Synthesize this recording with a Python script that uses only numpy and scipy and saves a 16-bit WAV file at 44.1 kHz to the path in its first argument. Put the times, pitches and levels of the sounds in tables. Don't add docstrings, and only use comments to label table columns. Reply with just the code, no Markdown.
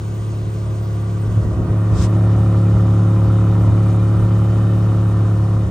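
import sys
import numpy as np
from scipy import signal
from scipy.fft import rfft, irfft
from scipy.io import wavfile
from scipy.ndimage import uniform_filter1d

SR = 44100
rng = np.random.default_rng(int(sys.argv[2]) if len(sys.argv) > 2 else 0)


def master(y):
    cut = np.clip(np.atleast_2d(y).T, -1, 1)
    pcm = np.round(cut * 32767)
    wavfile.write(sys.argv[1], SR, pcm.astype(np.int16))


def gain_from_decibels(decibels):
    exponent = np.asarray(decibels, float) / 20
    return 10 ** exponent


N = 251370


def rms_one(x):
    return x / np.sqrt(np.mean(x ** 2) + 1e-20)


def at_hz(points, hz):
    known_hz, level_db = np.transpose(points)
    return np.interp(np.log(hz), np.log(known_hz), level_db)


def bell(s, width):
    return np.exp(-((np.arange(N) / SR - s) / width) ** 2)


def drift(rate):
    r = np.exp(-80 * np.pi * rate / SR)
    slow = signal.lfilter([1], [1, -2 * r, r * r], rng.standard_normal(N // 40 + 2002))[2000:]
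    return np.interp(np.arange(N) / 40, np.arange(len(slow)), rms_one(slow))


def butter(x, order, hz, kind="low"):
    return signal.sosfilt(signal.butter(order, hz, kind, fs=SR, output="sos"), x)


def resonance(x, hz, width):
    r = np.exp(-np.pi * width / SR)
    return signal.lfilter([(1 - r * r) / 2, 0, (r * r - 1) / 2],
                          [1, -2 * r * np.cos(2 * np.pi * hz / SR), r * r], x)


def flickering(low_hz, top_hz, patchy_db, rate):
    out, together = 0, drift(4.3)
    edges = np.geomspace(low_hz, top_hz, round(2 * np.log2(top_hz / low_hz)) + 1)
    white = rng.standard_normal((2, N))
    for k, (low, high) in enumerate(zip(edges, edges[1:])):
        band = butter(white[k % 2], 2, [low, high], "band")
        depth_db = patchy_db * (1 + .5 * (low > 11000))
        out = out + gain_from_decibels(depth_db * (0.14 * together + drift(rate))) * band
    return out


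def coloured(x, spectrum, turn=0):
    hz = np.arange(1, N // 2 + 2) * SR / N
    inside = (hz > spectrum[0][0] / 2) & (hz < spectrum[-1][0])
    shape = inside * gain_from_decibels(at_hz(spectrum, hz)) * np.exp(1j * turn)
    return rms_one(irfft(rfft(x) * shape, N))


def banded_noise(spectrum, patchy_db, rate):
    return coloured(flickering(spectrum[0][0] / 2, spectrum[-1][0], patchy_db, rate), spectrum)


# [f/Hz, level/dB per Hz]
YARD_SPECTRUM = [(40, 3.5), (140, 0), (700, -7.5), (900, -12.5), (1550, -7), (2000, -27), (3000, -19.5),
                 (4600, -29), (7300, -25), (8400, -41), (9300, -28.5), (12200, -39), (12900, -33.5),
                 (13250, -66.5)]


def yard_scatter(hiss):
    scatter = flickering(23.6, 16100, patchy_db=1.2, rate=14)
    out_of_step = coloured(hiss, YARD_SPECTRUM, turn=1.8)
    return gain_from_decibels(-39) * (0.73 * out_of_step + 0.49 * coloured(scatter, YARD_SPECTRUM))


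# [f/Hz, level/dB per Hz]
BAY_SPECTRUM = [(1200, -3), (2000, 2.5), (3300, 0), (5300, -3.5), (6900, -3), (7700, -8), (8150, -1.5),
                (9500, -7), (10200, -17.5), (10450, -48.5), (12250, -42.5), (12600, -16), (15600, -10),
                (15850, -47)]


def engine_bay(hiss, firings, fifth_db):
    shade_db = -3.0 * np.exp(-((fifth_db + 28.5) / 1.5) ** 2)
    spray_db = 8.5 * bell(2.04, 0.02)
    valve_beat_db = .3 * np.cos(2 * np.pi * firings / 1.5) + .3 * np.cos(4 * np.pi * firings + .3)
    return gain_from_decibels(-50 + shade_db + spray_db + valve_beat_db) * coloured(hiss, BAY_SPECTRUM)


# [f/Hz, width/Hz, level/dB, loudest t/s, span/s]
WHISTLE_LINES = [
    (1897, 4, -59, 1.7, .4),
    (1174, 6, -57, .3, .5),
    (2378, 12, -62, 3.8, .7),
    (1430, 130, -54, 1.3, .4),
    (1060, 220, -48, 1.95, .2),
    (1375, 60, -55, 4.0, .7),
    (3060, 160, -61, 4.5, .6),
    (6600, 1500, -63, .2, .6),
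    (6405, 5, -72, 3.0, 2.5),
    (12800, 60, -74, 3.5, 4.0),
]


def whistles():
    out = 0
    for hz, width, level_db, s, span in WHISTLE_LINES:
        thin = resonance(resonance(rng.standard_normal(N), hz, width), hz, width)
        out = out + gain_from_decibels(level_db) * bell(s, span) * rms_one(thin)
    return out


# [t/s, length/s, level/dB]
GUST_SWELLS = [(0.008, 0.061, -27), (0.28, 0.039, -28.5), (.47, 0.056, -28), (0.715, 0.085, -31),
               (1.26, 0.056, -25), (1.347, 0.076, -23.5), (1.45, 0.042, -18.5), (1.537, 0.082, -26),
               (1.612, 0.067, -22), (1.705, 0.039, -20), (1.89, 0.03, -29), (1.933, 0.028, -14.5),
               (2.015, 0.076, -18), (2.116, .06, -25), (2.75, 0.038, -24), (3.276, 0.058, -22.5),
               (3.682, 0.13, -21.5), (4.202, 0.072, -23), (4.858, 0.054, -29), (5.25, 0.056, -26),
               (5.665, 0.059, -23.5)]
# [f/Hz, level/dB per Hz]
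BUFFET_SPECTRUM = [(30, -25), (48, -8), (70, 0), (107, -7), (150, -10), (240, -20), (340, -19), (450, -25),
                   (650, -36)]


def gusts():
    swell = sum(gain_from_decibels(level_db) * bell(s, length / np.sqrt(2)) for s, length, level_db in GUST_SWELLS)
    both, apart = (swell * banded_noise(BUFFET_SPECTRUM, patchy_db=1.0, rate=15) for _ in range(2))
    return both, gain_from_decibels(-14.0) * apart


# [f/Hz, level/dB per Hz]
SOLE_SPECTRUM = [(800, -1), (1150, 9), (2300, -5), (3700, 1), (4300, -3), (5200, 2), (7000, -0.5),
                 (10000, -3), (12500, -19)]


def scuff():
    t = np.arange(N) / SR
    peak_s, swell_s, fade_s = 2.033, 0.025, 0.012
    off_peak = (t - peak_s) / np.where(t < peak_s, swell_s, fade_s)
    stop_db = 1200 * np.maximum(t - 2.068, 0)
    stroke = gain_from_decibels(np.maximum(-35.5 - off_peak ** 2 - stop_db, -200))
    both, apart = (stroke * banded_noise(SOLE_SPECTRUM, patchy_db=0.0, rate=130) for _ in range(2))
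    both = signal.sosfilt(signal.cheby2(10, 60, 10400, fs=SR, output="sos"), both)
    return both, gain_from_decibels(-2.5) * butter(apart, 4, 1900, "high")


# [f/Hz, level/dB per Hz]
FLOW_SPECTRUM = [(36, -9.5), (65, 1.5), (120, -3), (200, -5.5), (330, -11), (480, -16.5), (800, -23.5),
                 (1300, -24), (1700, -34.5)]


def gas_rush(rasp_db):
    return gain_from_decibels(0.58 * rasp_db - 6.0) * banded_noise(FLOW_SPECTRUM, patchy_db=-2.0, rate=5.4)


# [level/dB, lateness/share of a firing]
CYLINDER_PATTERN = [
    (0, 0),
    (-2.5, .008),
    (-.8, -.008),
]
# [t/s, level/dB]
ECHOES = [
    (.0095, -11),
    (.0225, -11),
]
# [f/Hz, width/Hz, far level/dB, near level/dB]
OUTLET_RINGS = [(621.3, 8.7, 12, 2), (698.5, 18, 7, -8), (738.7, 22, 0, 2.5), (810, 25, -1.5, -3),
                (938, 32, -0.5, -2), (1031, 20, 1, 1), (1110.5, 12, 3.5, -2), (1165.6, 37.4, 5.5, -3),
                (1226.6, 31, -4, -4), (1286, 45, -14, -10), (1307, 18, -9.5, -3.5), (1394, 21, -4.5, -8.5),
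                (1543, 28, -1, -14), (1713, 11, -11.5, -19.5), (1793, 170, -11.5, -5),
                (1956, 90, -7.5, -15.5), (2083, 25, -17.5, -10.5), (2404, 24, -17.5, -8.5),
                (2550, 32, -18, -14), (3000, 120, -20, -12.5), (3690, 92, -23, -15)]


def blowdown_fronts(firings):
    count = np.arange(int(firings[-1]) - 1)
    pattern = np.array(CYLINDER_PATTERN)[count % len(CYLINDER_PATTERN)]
    chance = rng.standard_normal((len(count), 2))
    moment = count + .5 + pattern[:, 1] + .001 * chance[:, 0]
    at = np.interp(moment, firings, np.arange(N)).astype(int)
    fronts = np.full(N, 1e-18)
    for late_s, level_db in [(0.0021, 0.0099)] + ECHOES:
        fronts[at + int(late_s * SR)] += gain_from_decibels(level_db + pattern[:, 0] + 1.3 * chance[:, 1])
    return butter(rms_one(fronts), 6, 1500)


def outlet_rasp(firings, rasp_db):
    fronts = blowdown_fronts(firings)
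    drive = gain_from_decibels(-3) * fronts + rng.standard_normal(N)
    closeness = np.clip((uniform_filter1d(rasp_db, size=SR // 2) + 47) / 13.9, 0, 1)
    rings = 0
    for k, (hz, width, far_db, near_db) in enumerate(OUTLET_RINGS):
        level_db = far_db + closeness * (near_db - far_db) + drift(.8)
        rings = rings + (-1) ** k * gain_from_decibels(level_db) * resonance(drive, hz, min(width, .025 * hz))
    body = gain_from_decibels(0.5 - 1.62 * closeness) * rms_one(rings)
    bark = resonance(resonance(fronts, 1300, 330), 1300, 330)
    return gain_from_decibels(rasp_db) * (body + closeness * gain_from_decibels(-2.5) * rms_one(bark))


# [firing multiple, level/dB]
ORDERS_NEAR = [(1, -42), (2, -14), (3, -2.5), (4, -17), (5, -9), (6, -29.5), (7, -23), (8, -23), (9, -17.5),
               (10, -21.5), (11, -39.5), (12, -26), (13, -35.5), (14, -35.5), (15, -23.5), (16, -38.5),
               (17, -41), (18, -37), (19, -35.5), (20, -48.5), (21, -36), (22, -49), (23, -32)]
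# [firing multiple, level/dB]
ORDERS_FAR = [(1, -23), (2, -11), (3, -0.5), (4, -14.5), (5, -11.5), (6, -34), (7, -31.5), (8, -26),
              (9, -20.5), (10, -17), (11, -26.5), (12, -21), (13, -37.5), (14, -31), (15, -23.5), (16, -41),
              (17, -37.5), (18, -35.5), (19, -37), (20, -40.5), (21, -47.5), (22, -42), (23, -45.5)]
# [firing multiple, level/dB]
CAM_BELT_LINES = [
    (2.6667, -23),
    (5.3333, -27),
    (17.64, -33),
    (19.3333, -38),
    (26.6667, -42),
    (28.6667, -40),
    (31, -41),
]
# [t/s, level change/dB]
BOOM_SHAKES = [(.03, -2.5), (.25, 0), (.285, 2.5), (.38, -2), (1.32, -3.5), (1.38, 8), (1.43, -4),
               (1.49, -1), (1.545, -16), (1.615, 0.5), (1.675, -11), (1.78, 2), (1.982, -12), (4.177, -4.5),
               (5.22, 3), (5.57, 1.5), (5.665, -5.5), (5.692, -6)]


def order_phases(near):
    log_gain = np.log(gain_from_decibels(np.r_[near[0], near, near[-1], near[::-1]]))
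    cepstrum = rfft(log_gain).real / len(log_gain)
    turns = np.outer(np.arange(len(near) + 1), np.arange(len(cepstrum))) / len(log_gain)
    return 2 * np.sin(2 * np.pi * turns) @ cepstrum


def pipe_tone(firings, fifth_db):
    near, far = np.array(ORDERS_NEAR)[:, 1], np.array(ORDERS_FAR)[:, 1]
    phases = order_phases(near)
    closeness = np.clip((fifth_db + 35.0) / 10, 0, 1)
    tone_db = fifth_db - far[4] - closeness * (near[4] - far[4])
    boom_db = -13.0 + 0.74 * (fifth_db + 23.5) + sum(db * bell(s, 0.015) for s, db in BOOM_SHAKES)
    out = 0
    for k in range(len(near)):
        level_db = tone_db + far[k] + closeness * (near[k] - far[k]) + .5 * drift(2.0)
        if k == 2:
            level_db = boom_db
        out = out - gain_from_decibels(level_db) * np.cos(2 * np.pi * (k + 1) * firings + phases[k + 1])
    for multiple, level_db in CAM_BELT_LINES:
        wander_db = 2.5 * drift(1.5)
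        out = out + gain_from_decibels(tone_db + level_db + wander_db) * np.cos(2 * np.pi * multiple * firings)
    return np.sqrt(2) * out


# [t/s, firing f/Hz, fifth-order pipe level/dB]
APPROACH_PATH = [(0.0, 35.2, -37.5), (0.32, 36, -35.5), (0.891, 35.3, -33.5), (1.429, 35.55, -30),
                 (1.79, 35.53, -27.5), (2.201, 35.78, -23.5), (2.75, 35.7, -23), (3.73, 35.7, -23.5),
                 (4.11, 35.81, -24), (4.72, 36.2, -24.5), (5.15, 35.62, -25.4), (5.349, 35, -26.5),
                 (5.6, 35.72, -27), (5.7, 35.5, -27.5)]


def approach():
    s, *columns = np.transpose(APPROACH_PATH)
    firing_hz, fifth_db = (np.interp(np.arange(N) / SR, s, c) for c in columns)
    return np.cumsum(uniform_filter1d(firing_hz, size=SR // 2)) / SR, fifth_db


# [from t/s, to t/s, share of opposed bass left]
HAND_TURNS = [
    (2.093, 3.15, .22),
    (5.1, 5.6, .3),
]


def turn_hand(opposed):
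    bass = signal.sosfiltfilt(signal.butter(2, 550, fs=SR, output="sos"), opposed)
    t, turn_s = np.arange(N) / SR, .07
    square_on = sum((1 - share) * (np.tanh((t - a) / turn_s) - np.tanh((t - b) / turn_s)) / 2
                    for a, b, share in HAND_TURNS)
    return opposed - bass * square_on


# [f/Hz, left minus right level/dB]
PORT_LEAN = [(200, 0), (380, -.4), (700, -.7), (1290, -3.2), (2380, 1.5), (3600, 6.5), (5500, 6.0),
             (8120, .3), (15000, 0)]


def port_lean(mid):
    lean = gain_from_decibels(at_hz(PORT_LEAN, np.arange(1, N // 2 + 2) * SR / N))
    return irfft(rfft(mid) * (lean - 1) / (lean + 1), N)


def scene():
    firings, fifth_db = approach()
    rasp_db = -43.5 + 7 * np.tanh((fifth_db + 30.5) / 5)
    hiss = flickering(23.6, 16100, patchy_db=1.2, rate=14)
    yard, bay = yard_scatter(hiss), engine_bay(hiss, firings, fifth_db)
    (wind, wind_apart), (sole, sole_apart) = gusts(), scuff()
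    tone = pipe_tone(firings, fifth_db)
    mid = bay + whistles() + wind + sole + gas_rush(rasp_db) + outlet_rasp(firings, rasp_db) + tone
    turned_tone = gain_from_decibels(-32.0 + 3.0 * drift(1.5)) * (np.roll(tone, 40) - np.roll(tone, -40))
    side = turn_hand(yard + turned_tone + wind_apart) + sole_apart + port_lean(mid)
    return np.array([mid + side, mid - side])


def band_limit(x):
    return signal.sosfilt(signal.butter(12, 16250, fs=SR, output="sos"), x)


def record(dry):
    x = butter(dry, 4, 33, "high")
    top = 1.1
    return band_limit(x / (1 + (x / top) ** 4) ** .25)


dry = scene()
out = record(dry)
master(out)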